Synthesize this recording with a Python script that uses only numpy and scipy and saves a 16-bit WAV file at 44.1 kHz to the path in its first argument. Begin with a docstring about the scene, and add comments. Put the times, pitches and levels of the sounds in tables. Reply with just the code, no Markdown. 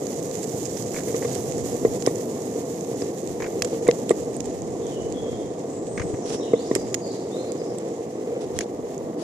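"""A longboard rolls at an even pace along a rough tarmac path through a wood, pushed on with a pole.
Random impacts of the road grain excite the deck's modes, and both axles thump over cracks.
The pole tip chatters when planted and scrapes by stick-slip friction. Close on the right sound
sharp clicks, light ticks and a fine, grainy hiss that fades over time. Air buffets the microphones,
a few dull bumps pass, and a songbird sings on the left, its notes scattered by the trees."""
import sys
import numpy as np
from scipy import signal
from scipy.fft import rfft, irfft, next_fast_len
from scipy.io import wavfile
from scipy.ndimage import uniform_filter1d, map_coordinates

SR = 44100
rng = np.random.default_rng(int(sys.argv[2]) if len(sys.argv) > 2 else 0)


def persist_wave(psi):
    """Save psi, clipped to +-1, as 16-bit WAV."""
    counts = np.round(np.clip(psi, -1, 1) * 32767).astype(np.int16)
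    wavfile.write(sys.argv[1], SR, np.atleast_2d(counts).T)


N = 407043
TIME = np.arange(N) / SR


def undb(db):
    """Amplitude ratio of a level in decibels."""
    return 10 ** (np.asarray(db) / 20)


def unit(x):
    """Normalisation to rms 1."""
    return x / np.sqrt(np.mean(x ** 2))


def curve(table):
    """Linear interpolation of (time, value) points at every sample."""
    return np.interp(TIME, *np.transpose(table))


def per_bin(points, size):
    """Interpolation of (frequency, value) points over FFT bins, in log frequency."""
    hz, value = np.transpose(points)
    return np.interp(np.log(np.fft.rfftfreq(size, 1 / SR) + 1), np.log(hz), value)


def colour(x, points):
    """Zero-phase filtering by a (frequency, level) spectrum."""
    length = x.shape[-1]
    size = next_fast_len(length + min(length, SR // 4))
    return irfft(rfft(x, size) * undb(per_bin(points, size)), size)[..., :length]


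def low_cut(x, hz):
    """Second-order Butterworth high-pass."""
    return signal.sosfilt(signal.butter(2, hz, "high", fs=SR, output="sos"), x)


def walk(rate):
    """Low-pass noise at rms 1: random values held for 1 / rate seconds and smoothed twice."""
    hold = max(int(SR / rate), 1)
    steps = np.repeat(rng.standard_normal(N // hold + 1), hold)
    return unit(uniform_filter1d(uniform_filter1d(steps, hold), hold)[:N])


def add(out, s, sound):
    """Superposition of a sound that starts at s seconds."""
    i = max(int(s * SR), 0)
    out[:, i:i + sound.shape[-1]] += sound[..., :N - i]


def pan(db):
    """Gain pair for a level difference, left minus right."""
    return undb(np.array([[db], [-db]]) / 2)


def decay(t, t60):
    """Exponential damping: 60 dB lost in t60 seconds."""
    return np.exp(-np.log(1000) * t / t60)


def ring(t, hz, t60):
    """Free vibration of one damped mode."""
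    return np.sin(2 * np.pi * hz * t) * decay(t, t60)


def modal_sum(t, modes, t60_scale=1):
    """Impulse response as a superposition of damped modes."""
    return sum(undb(db) * ring(t, hz, t60 * t60_scale) for hz, db, t60 in modes)


def impulses(rate, spread_db):
    """Shot noise: two independent trains of uneven impulses, at a mean rate per second."""
    struck = rng.random((2, N)) < rate / SR
    push = rng.standard_normal((2, N))
    size_db = spread_db * np.minimum(rng.standard_normal((2, N)), 1.3)
    return unit(struck * push * undb(size_db))


def wheel_turn(depth_db, turn_hz=11):
    """Amplitude modulation: slightly unround wheels press harder once and twice a turn."""
    angle = 2 * np.pi * np.cumsum(turn_hz * (1 + 0.032 * walk(1.978))) / SR
    return undb(depth_db * (np.sin(angle) + np.sin(2 * angle)))


# Bird notes: (time [s], duration [s], start [Hz], end [Hz], source level [dB], trill depth [ratio])
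BIRD_NOTES = [(4.799, 0.12, 3780, 3180, -54.5, 0.058), (4.911, 0.085, 3150, 2877, -50, 0.025),
              (5.127, 0.088, 3410, 3330, -50.5, 0.039), (5.204, 0.22, 3320, 3220, -55.5, .006),
              (5.218, 0.22, 3610, 3560, -59, .006), (5.676, 0.13, 7740, 7340, -48.5, 0.052),
              (5.831, 0.18, 7870, 8460, -49, 0.013), (6.017, .07, 8200, 7900, -51, .004),
              (6.096, .07, 6960, 7160, -51, .006), (6.135, .04, 6560, 5700, -51, .01),
              (6.196, 0.22, 6090, 5460, -46.5, 0.065), (6.397, 0.09, 3860, 3750, -51, .035),
              (6.416, 0.087, 3490, 2750, -50.5, .045), (6.541, 0.095, 2900, 4970, -49.5, 0.037),
              (6.631, 0.1, 5280, 5320, -48.5, 0.1), (6.756, 0.075, 5040, 4920, -50, .04),
              (6.892, 0.098, 6900, 6580, -48, .01), (7.004, 0.11, 4820, 4600, -47.5, 0.051),
              (7.099, 0.07, 4840, 4470, -49, 0.15), (7.303, 0.13, 3300, 4330, -48.5, .006),
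              (7.475, 0.037, 4650, 4930, -51, .008), (7.573, 0.043, 5800, 4670, -51, .04),
              (7.624, 0.12, 5300, 5400, -55, 0.086), (9.168, .06, 4680, 4600, -55, .004)]

def bird(wood_t60=0.77, direct_db=-8.5, trill_hz=140, flicker_db=2, glide_rate=1.26):
    """Frequency modulation gives glides and trills; scattering by trunks and leaves gives an echo."""
    voice = np.zeros((1, N))
    trill = np.sin(2 * np.pi * np.cumsum(trill_hz * (1 + 0.35 * walk(80))) / SR) + 0.416 * walk(500)
    for s, length, start_hz, end_hz, db, depth in BIRD_NOTES:
        size = int(length * SR)
        glide = np.expm1(-glide_rate * np.linspace(0, 1, size)) / np.expm1(-glide_rate)  # fast, then slow
        hz = (start_hz + (end_hz - start_hz) * glide) * (1 + depth * np.roll(trill, -int(s * SR))[:size])
        whistle = np.sqrt(2) * np.sin(2 * np.pi * np.cumsum(hz) / SR)
        add(voice, s, undb(db) * signal.windows.tukey(size, .4) * whistle)
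    voice *= undb(flicker_db * walk(120))
    wood = unit(rng.standard_normal((2, SR)) * decay(TIME[:SR], wood_t60)) / np.sqrt(SR)
    echo = signal.fftconvolve(voice, wood, axes=1)[:, :N]
    return undb(direct_db) * pan(db=16) * voice + pan(db=0.5) * echo


# Airflow at the microphones: (time [s], level [dB])
AIRFLOW_LEVEL = [(0, -59), (1.4, -50), (2.7, -60), (4.1, -49), (6.3, -49), (7.1, -60), (8.3, -56),
                 (8.7, -53), (9.23, -52)]
# Gusts: (centre time [s], duration [s], envelope peak [dB], left minus right [dB])
AIR_GUSTS = [(1.6, .8, -47, -12), (5.34, .18, -44, 12), (6.05, .3, -42, 13), (6.77, .14, -43, -6),
             (8.58, .15, -41, -7)]
# Buffeting spectrum: (frequency [Hz], level [dB])
BUFFET_SPECTRUM = [(22, -47), (35, -26), (50, -14), (80, -11), (115, -7.5), (160, -10), (250, -15),
                   (500, -75)]

def wind(swing_db=6.5):
    """Turbulent pressure: the air of the ride buffets each microphone separately, with gusts on top."""
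    unsteadiness_db = swing_db * np.array([walk(11), walk(10)])
    force = pan(db=-1.5) * undb(curve(AIRFLOW_LEVEL) + unsteadiness_db)
    for s, length, db, balance_db in AIR_GUSTS:
        add(force, s - length / 2, undb(db) * pan(balance_db) * signal.windows.hann(int(length * SR)))
    return unit(colour(rng.standard_normal((2, N)), BUFFET_SPECTRUM)) * force


# Soft, low bumps: (time [s], relative level [dB], frequency [Hz], left minus right [dB])
LOW_BUMPS = [(6.002, -22, 105, 13), (6.049, -21.5, 170, 11), (6.133, -25, 110, 10), (8.563, -28.5, 105, -8)]

def bumps(swell_s=0.0045, gain_db=-2):
    """Tone bursts of only a few cycles are heard as dull bumps."""
    out, t = np.zeros((2, N)), TIME[:SR // 10]
    envelope = t / swell_s * np.exp(1 - t / swell_s)
    for s, db, hz, balance_db in LOW_BUMPS:
        add(out, s, undb(db + gain_db) * pan(balance_db) * envelope * np.sin(2 * np.pi * hz * t))
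    return low_cut(out, hz=60)


# Dry burst of a snap: (frequency [Hz], level [dB])
SNAP_SPECTRUM = [(400, -25), (1300, 5), (2100, 13), (3600, 5.5), (5400, 3.5), (7500, -3.5), (9000, 0),
                 (10200, 1), (12000, 5), (15000, -3)]
# Woody modes under a snap: (frequency [Hz], level [dB], t60 [s])
WOODY_MODES = [(1997, -4.5, 0.018), (2530, -10, 0.0097), (3300, -1.5, 0.019), (4200, 1.5, 0.0098),
               (5160, 8, 0.0077), (9960, 6.5, 0.0078)]
# Acoustic shadow of the camera at the far, left microphone: (frequency [Hz], gain [dB])
SHADOW_FILTER = [(1500, 16), (5500, 10.5), (8000, 10), (12000, -15), (15000, -29)]

def snap(db, hz, t60, balance_db, ring_db=2.0, ring_t60=0.0019, purity=1.26, woody_db=1.5):
    """Resonance: a noise burst with a woody body excites a high ring; a light snap is nearly all ring."""
    t = TIME[:SR // 20]
    burst = unit(colour(rng.standard_normal((2, len(t))) * decay(t, t60), SNAP_SPECTRUM))
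    resonance = ring(t, hz, ring_t60)
    tone = signal.fftconvolve(signal.fftconvolve(burst[1], resonance), resonance)[:len(t)]
    knock = burst + undb(woody_db) * unit(modal_sum(t, WOODY_MODES))
    left = unit(colour(knock[0], SHADOW_FILTER))
    right = unit(unit(knock[1]) + undb(ring_db - purity * db) * unit(tone))
    return undb(db) * np.array([undb(balance_db) * left, right]) / np.abs(right).max()


# Clicks: (time [s], right peak [dB], ring frequency [Hz], burst t60 [s], left minus right [dB])
SHARP_CLICKS = [(0.068, -17.5, 6400, 0.0084, -23), (0.313, -19, 6860, .006, -25),
                (0.354, -15.5, 7100, 0.007, -25), (0.4306, -18, 7200, .005, -20),
                (0.655, -13.5, 7000, 0.007, -28), (.771, -20.5, 5930, 0.012, -21),
                (0.8242, -19.5, 6900, 0.007, -23), (1.1645, -18.5, 6650, 0.0071, -24),
                (1.3518, -15, 7440, 0.0091, -26), (1.522, -18.5, 7100, .006, -26),
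                (2.0235, -15, 7100, .006, -24), (2.0574, -25, 3300, .008, -5),
                (2.063, -7.5, 6200, 0.012, -16), (2.0702, -14, 8260, 0.0079, -18),
                (2.158, -16.5, 7050, .006, -26), (2.8095, -20, 6700, .006, -22),
                (3.019, -24.5, 5300, 0.023, -7), (3.2747, -18.5, 7160, 0.0086, -30),
                (3.6215, -3, 6450, 0.013, -7.5), (3.647, -14, 7340, 0.025, -11),
                (3.879, -12, 7700, 0.01, -18), (3.912, -15.5, 6800, 0.0066, 2),
                (4.0936, -11, 7750, 0.012, -19), (4.0938, -17, 3470, 0.014, -9),
                (4.1038, -19, 7800, 0.01, -11), (4.106, -18, 7400, 0.022, -13),
                (4.1144, -18, 8150, 0.0079, -16), (4.366, -21, 8150, 0.01, -23),
                (4.4048, -12.5, 6930, 0.011, -40), (4.457, -20.5, 7500, 0.0076, -26),
                (4.62, -22, 7040, .006, -26), (4.868, -23, 7000, .006, -26),
                (5.124, -21, 7000, 0.0053, -26), (6.7519, -5, 7630, 0.016, -12.5),
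                (6.759, -18, 7200, 0.046, -5), (6.9436, -5.5, 6900, 0.0055, -22),
                (6.9467, -9.5, 7050, 0.013, -10), (7.5201, -16, 7440, 0.0045, -31),
                (7.7847, -21, 7800, 0.015, -26), (8.5889, -4, 7500, 0.0055, -12),
                (8.6084, -16, 6640, 0.035, -1), (8.9792, -25.5, 7000, 0.0087, -25)]

def clicks():
    """Sharp transients, placed close on the right by the level difference between the channels."""
    out = np.zeros((2, N))
    for s, db, hz, t60, balance_db in SHARP_CLICKS:
        add(out, s, snap(db, hz, t60, balance_db))
    return out


# Fading contour of the hiss, which ticks and bass also follow: (time [s], relative level [dB])
HISS_LEVEL = [(0, -5), (.7, 0.5), (1.35, -1.1), (2.4, -5), (2.95, -5), (3.4, -9.5), (3.9, -6.5), (5.4, -12),
              (6.9, -10.5), (8.8, -17.5), (9.23, -19.5)]
# Strength of the top sizzle: (time [s], relative level [dB])
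SIZZLE_ENVELOPE = [(0, -51), (1.0, -47.5), (3.9, -56), (5.4, -69), (7.2, -66), (9.23, -66)]
# Spectra of the left and right hiss, the sizzle and the wheel rasp: (frequency [Hz], level [dB])
LEFT_HISS_SPECTRUM = [(1500, -27), (2800, -17), (4200, -16), (5500, -8), (7000, -15), (9000, -20.5),
                      (12000, -30.5), (15000, -104)]
RIGHT_HISS_SPECTRUM = [(1500, -13.5), (2800, -14.5), (4200, -10.5), (5500, -3.5), (6300, 2), (6900, 5),
                       (7900, -1.5), (9000, -9), (11000, -20), (15000, -61)]
SIZZLE_SPECTRUM = [(6000, -26), (9000, -2.5), (10200, 2.5), (12000, 5), (15000, 1.5)]
RASP_SPECTRUM = [(900, -37), (1450, -15), (1800, 0.5), (2050, 0), (2350, -3.5), (2700, -5.5), (4000, -6),
                 (8000, -30)]
HISS_DB = -38.5  # reference level of hiss and ticks

def hiss(crackle_db=-11, left_db=-2, rasp_db=-53.5):
    """Filtered shot noise: a fine, grainy hiss close on the right fades over time, above a faint rasp."""
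    contour_db = curve(HISS_LEVEL)
    grains = unit(impulses(rate=9000, spread_db=-0.5) + undb(crackle_db) * impulses(rate=110, spread_db=2))
    left = undb(left_db) * colour(grains[0], LEFT_HISS_SPECTRUM)
    right = colour(grains[1], RIGHT_HISS_SPECTRUM)
    slopes = np.array([[0.45], [0.9]])  # share of the contour, left and right
    body = unit(np.array([left, right])) * undb(HISS_DB + slopes * contour_db)
    sizzle = unit(colour(grains, SIZZLE_SPECTRUM)) * undb([[-18], [3]])
    sizzle *= undb(curve(SIZZLE_ENVELOPE) + 1.6 * walk(28))
    rasp = unit(colour(impulses(rate=3000, spread_db=-2), RASP_SPECTRUM)) * pan(db=-0.5)
    rasp *= undb(rasp_db + 0.25 * contour_db)
    flutter = undb(1.44 * walk(45)) * wheel_turn(depth_db=-0.23)
    return flutter * (body + sizzle + rasp)


def light_ticks(per_second=10, above_hiss_db=16, spread_db=3):
    """A random point process: light ticks close on the right, softer as the hiss fades."""
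    out = np.zeros((2, N))
    contour_db = curve(HISS_LEVEL)
    for place, strength in rng.random((int(per_second * N / SR), 2)):
        i = int(place * N)
        db = HISS_DB + contour_db[i] + above_hiss_db + spread_db * (2 * strength - 1)
        add(out, TIME[i], snap(db, hz=7150, t60=0.0086, balance_db=-24))
    return out


# Pole tip meeting the tarmac: (time [s], relative level [dB], hops [count], first-hop offset [dB])
POLE_PLANTS = [(0.9425, -23, 4, -6.5), (1.082, -37, 2, 0), (1.143, -34, 3, -3), (1.2232, -33, 2, 4),
               (1.31, -45, 3, 5), (3.018, -41, 1, -2), (3.401, -18, 4, -8.5), (3.868, -27.5, 1, 2.5),
               (5.976, -18.5, 3, -4), (6.1388, -37.5, 1, 2.5), (8.6066, -30, 1, 1)]
# Scuff of the tip: (frequency [Hz], level [dB])
SCUFF_SPECTRUM = [(500, 9), (1100, 3), (1600, 5), (1900, 7.5), (2250, 8), (2800, -5), (3600, -12.5),
                  (5000, -10), (6800, -2), (9000, -35), (14000, -38)]

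def pole_plants(gain_db=-1, rise_s=0.00065, fall_s=0.0072, gap_s=0.0203, loss_db=3.5):
    """Contact chatter: the planted rubber tip skips in evenly spaced scuffs, its rebounds fading."""
    out, t = np.zeros((2, N)), TIME[:SR // 20]
    envelope = (1 - np.exp(-t / rise_s)) * np.exp(-t / fall_s)
    for s, db, hops, touch_db in POLE_PLANTS:
        for hop in range(hops):
            noise = rng.standard_normal((2, len(t))) + rng.standard_normal(len(t))
            scuff = unit(colour(noise, SCUFF_SPECTRUM)) * envelope
            change_db = touch_db if hop == 0 else -loss_db * hop
            add(out, s + hop * gap_s, undb(db + gain_db + change_db) * scuff)
    return out


# Drags of the tip: (time [s], duration [s], level [dB], left minus right [dB])
POLE_DRAGS = [(1.227, 0.2, -46, -9), (3.629, 0.18, -48.5, -5), (6.235, 0.15, -39.5, -8),
              (6.325, 0.03, -34.5, -1), (8.397, 0.065, -47.5, -8), (8.528, 0.13, -42.5, 2),
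              (9.157, 0.22, -44, 3)]
# Scrape of the tip: (frequency [Hz], level [dB])
SCRAPE_SPECTRUM = [(1200, 10.5), (2400, 6), (3200, 10.5), (4200, 9), (5700, 13.5), (7500, 9), (10000, 3.5),
                   (12000, -13), (15000, -25)]

def pole_drags(slip_hz=170, slip_fall_db=8):
    """Stick-slip friction: the dragged tip releases pulses of noise at an uneven rate."""
    out = np.zeros((2, N))
    slip_phase = np.cumsum(slip_hz * (1 + 0.29 * walk(90))) / SR % 1
    slips = undb(-slip_fall_db * slip_phase + 2 * walk(120))
    for s, length, db, balance_db in POLE_DRAGS:
        size = int(length * SR)
        friction = rng.standard_normal((2, size)) * np.roll(slips, -int(s * SR))[:size]
        scrape = unit(colour(friction, SCRAPE_SPECTRUM)) * signal.windows.tukey(size, .6)
        add(out, s, undb(db) * pan(balance_db) * scrape)
    return out


# Modes of the deck: (frequency [Hz], level [dB], t60 [s])
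DECK_MODES = [(333, -9, 0.032), (480.2, 24, 0.038), (659, 8, 0.054), (1098, 8, 0.033), (2110, -6, 0.014)]

def deck_ring(t, t60_scale=1):
    """Modal response of the deck to a blow; a narrow plank radiates little bass."""
    return low_cut(modal_sum(t, DECK_MODES, t60_scale), hz=240)


# Modes of the trucks: (frequency [Hz], level [dB], t60 [s])
TRUCK_MODES = [(1050, -5.5, 0.019), (1170, -1.5, 0.025), (1940, -4, 0.025), (2060, 0, 0.023),
               (3630, -7.5, 0.015), (5300, -9, .006)]
# An axle drops over a crack or rebounds: (time [s], knock peak [dB], contact time [ms],
# deck t60 scale [ratio], deck pitch [ratio], clack relative to knock [dB])
AXLE_IMPACTS = [(1.073, -20, 0.72, 3.7, 0.94, -20), (1.142, -14.5, 0.72, 2.9, 0.97, -10.5),
                (1.248, -14.5, 0.94, 3.6, 0.99, -12), (1.8490, -3, 0.53, 1.16, 0.95, -19.5),
                (2.0733, -3.5, 0.42, 0.32, 0.98, -15.5), (2.08, -26, 0.87, 0.24, 0.99, -3),
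                (3.021, -15, 0.67, .5, 0.97, -20), (3.8858, 0, 0.7, 1.6, 0.99, -13),
                (4.1071, -2, 0.32, 0.47, 0.94, -15), (4.1114, -13.5, 0.66, 0.7, 0.7, -11),
                (6.5343, -2.5, 0.66, 1.36, 0.98, -24), (6.712, -6.5, 0.89, 0.49, 0.92, -16.5),
                (6.7596, -9.5, 0.49, 0.72, 0.82, -16)]

def cracks(rattle_s=0.0022, bend_db=-23):
    """Impact excitation: the deck rings at a load-dependent pitch and thuds; the truck rattles."""
    out, t = np.zeros((2, N)), TIME[:SR // 10]
    truck = modal_sum(t, TRUCK_MODES)
    bend = undb(bend_db) * low_cut(ring(t, hz=132, t60=0.088), hz=110)
    for s, db, contact_ms, t60_scale, pitch, clack_db in AXLE_IMPACTS:
        age = t * 1000 / contact_ms
        push = age * (1 - age / 2) * np.exp(-age)  # the wheel drops off one edge and strikes the other
        knock = low_cut(signal.fftconvolve(push, deck_ring(t * pitch, t60_scale))[:len(t)], hz=277)
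        knock /= np.abs(knock).max()
        rattle = rng.standard_normal((2, len(t))) * t * np.exp(-t / rattle_s)
        clack = signal.fftconvolve(rattle, truck[None], axes=1)[:, :len(t)]
        clack /= np.abs(clack).max()
        add(out, s, undb(db) * (knock + bend + undb(clack_db) * clack))
    return out


# Rumble of board and wheels: (frequency [Hz], level [dB])
RUMBLE_SPECTRUM = [(15, -67), (25, -60), (64, -20), (118, -6.5), (161, -7.5), (191, -8), (296, -4.5),
                   (412, -4), (473, -1.5), (593, -14), (670, -10.5), (885, -22.5), (1170, -27.5),
                   (1320, -36), (1600, -41), (2080, -39), (3520, -120)]
# Likeness of the rumble at the two microphones: (frequency [Hz], coherence [0-1])
RUMBLE_COHERENCE = [(60, 0.98), (130, 0.99), (290, 1), (520, 1), (620, 0.58), (850, 0.47), (1100, 0.7),
                    (1500, 0)]
# Balance of the rumble: (frequency [Hz], left minus right [dB])
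RUMBLE_BALANCE = [(60, -5), (110, -3.5), (200, -1), (330, 0.5), (480, -1), (580, 5), (690, -5.5), (900, -1),
                  (1300, -0.5)]

def road_rumble():
    """Partial coherence: the road's rumble reaches the microphones as a shared and an opposed part."""
    size = next_fast_len(N)
    shared, opposed = rfft(impulses(rate=6000, spread_db=-0.5), size)
    coherence = np.clip(per_bin(RUMBLE_COHERENCE, size), 0, 1)
    sides = np.array([[1], [-1]])
    spectrum = shared * np.sqrt(1 + coherence) + sides * opposed * np.sqrt(1 - coherence)
    spectrum *= undb(sides * per_bin(RUMBLE_BALANCE, size) / 2)
    return unit(low_cut(colour(irfft(spectrum, size)[:, :N], RUMBLE_SPECTRUM), hz=105))


# Coarseness of the tarmac: (time [s], relative level [dB])
ROAD_ROUGHNESS = [(0, -29), (0.8, -31), (1.25, -29), (2.4, -29.5), (3.15, -31), (3.65, -29), (4.4, -29.5),
                  (5.8, -30), (6.4, -28.5), (7.05, -30), (7.75, -29.5), (8.1, -32), (8.4, -30),
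                  (8.8, -30.5), (9.23, -28.5)]
# Ring of the deck against the rumble: (time [s], level [dB])
DECK_RING_LEVEL = [(0, -9), (.58, -16.5), (.9, -11), (1.2, -6.5), (1.55, -7), (3.2, -10.5), (3.7, -2.5),
                   (4.4, -15), (5.3, -5.5), (5.65, -23), (6.4, -6), (7.0, -17), (7.45, -3), (8.1, -9),
                   (8.4, -0.5), (8.9, -27)]

def rolling(flex=0.022, gain_db=0.68, bass_hz=190):
    """Forced vibration: stones in the tarmac shake the board, and the deck rings on above the rumble."""
    rumble = road_rumble()
    bass = signal.sosfiltfilt(signal.butter(3, bass_hz, fs=SR, output="sos"), rumble)
    bass_gain = undb(2.5 + 0.52 * curve(HISS_LEVEL))  # the bass fades along with the hiss
    # sparse, uneven impacts with a dip near 1100 Hz set the deck ringing
    coarse = colour(impulses(rate=250, spread_db=4.5)[0], [(500, -8.0), (1100, -22.5), (2100, -7)])
    ringing = unit(signal.fftconvolve(coarse, deck_ring(TIME[:SR // 10]))[:N])
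    # the deck flexes under the rider, so its modes wander
    ringing = map_coordinates(ringing, [np.cumsum(1 + flex * walk(7))], order=1, mode="mirror")
    board = rumble + (bass_gain - 1) * bass + undb(curve(DECK_RING_LEVEL)) * ringing
    return board * undb(curve(ROAD_ROUGHNESS) + gain_db) * wheel_turn(depth_db=0.6)


def scene(lag_samples=8):
    """Superposition of all sources; the board's sound reaches the left microphone slightly later."""
    left, right = rolling() + cracks()
    board = np.array([np.roll(left, lag_samples), right])
    return (board + hiss() + clicks() + pole_plants() + pole_drags()
            + wind() + bumps() + bird() + light_ticks())


def record(dry, top_hz=14750):
    """Saturation at full scale, then band limiting by a steep low-pass."""
    return signal.sosfilt(signal.ellip(10, .2, 70, top_hz, fs=SR, output="sos"), np.clip(dry, -1, 1))


dry = scene()
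out = record(dry)
persist_wave(out)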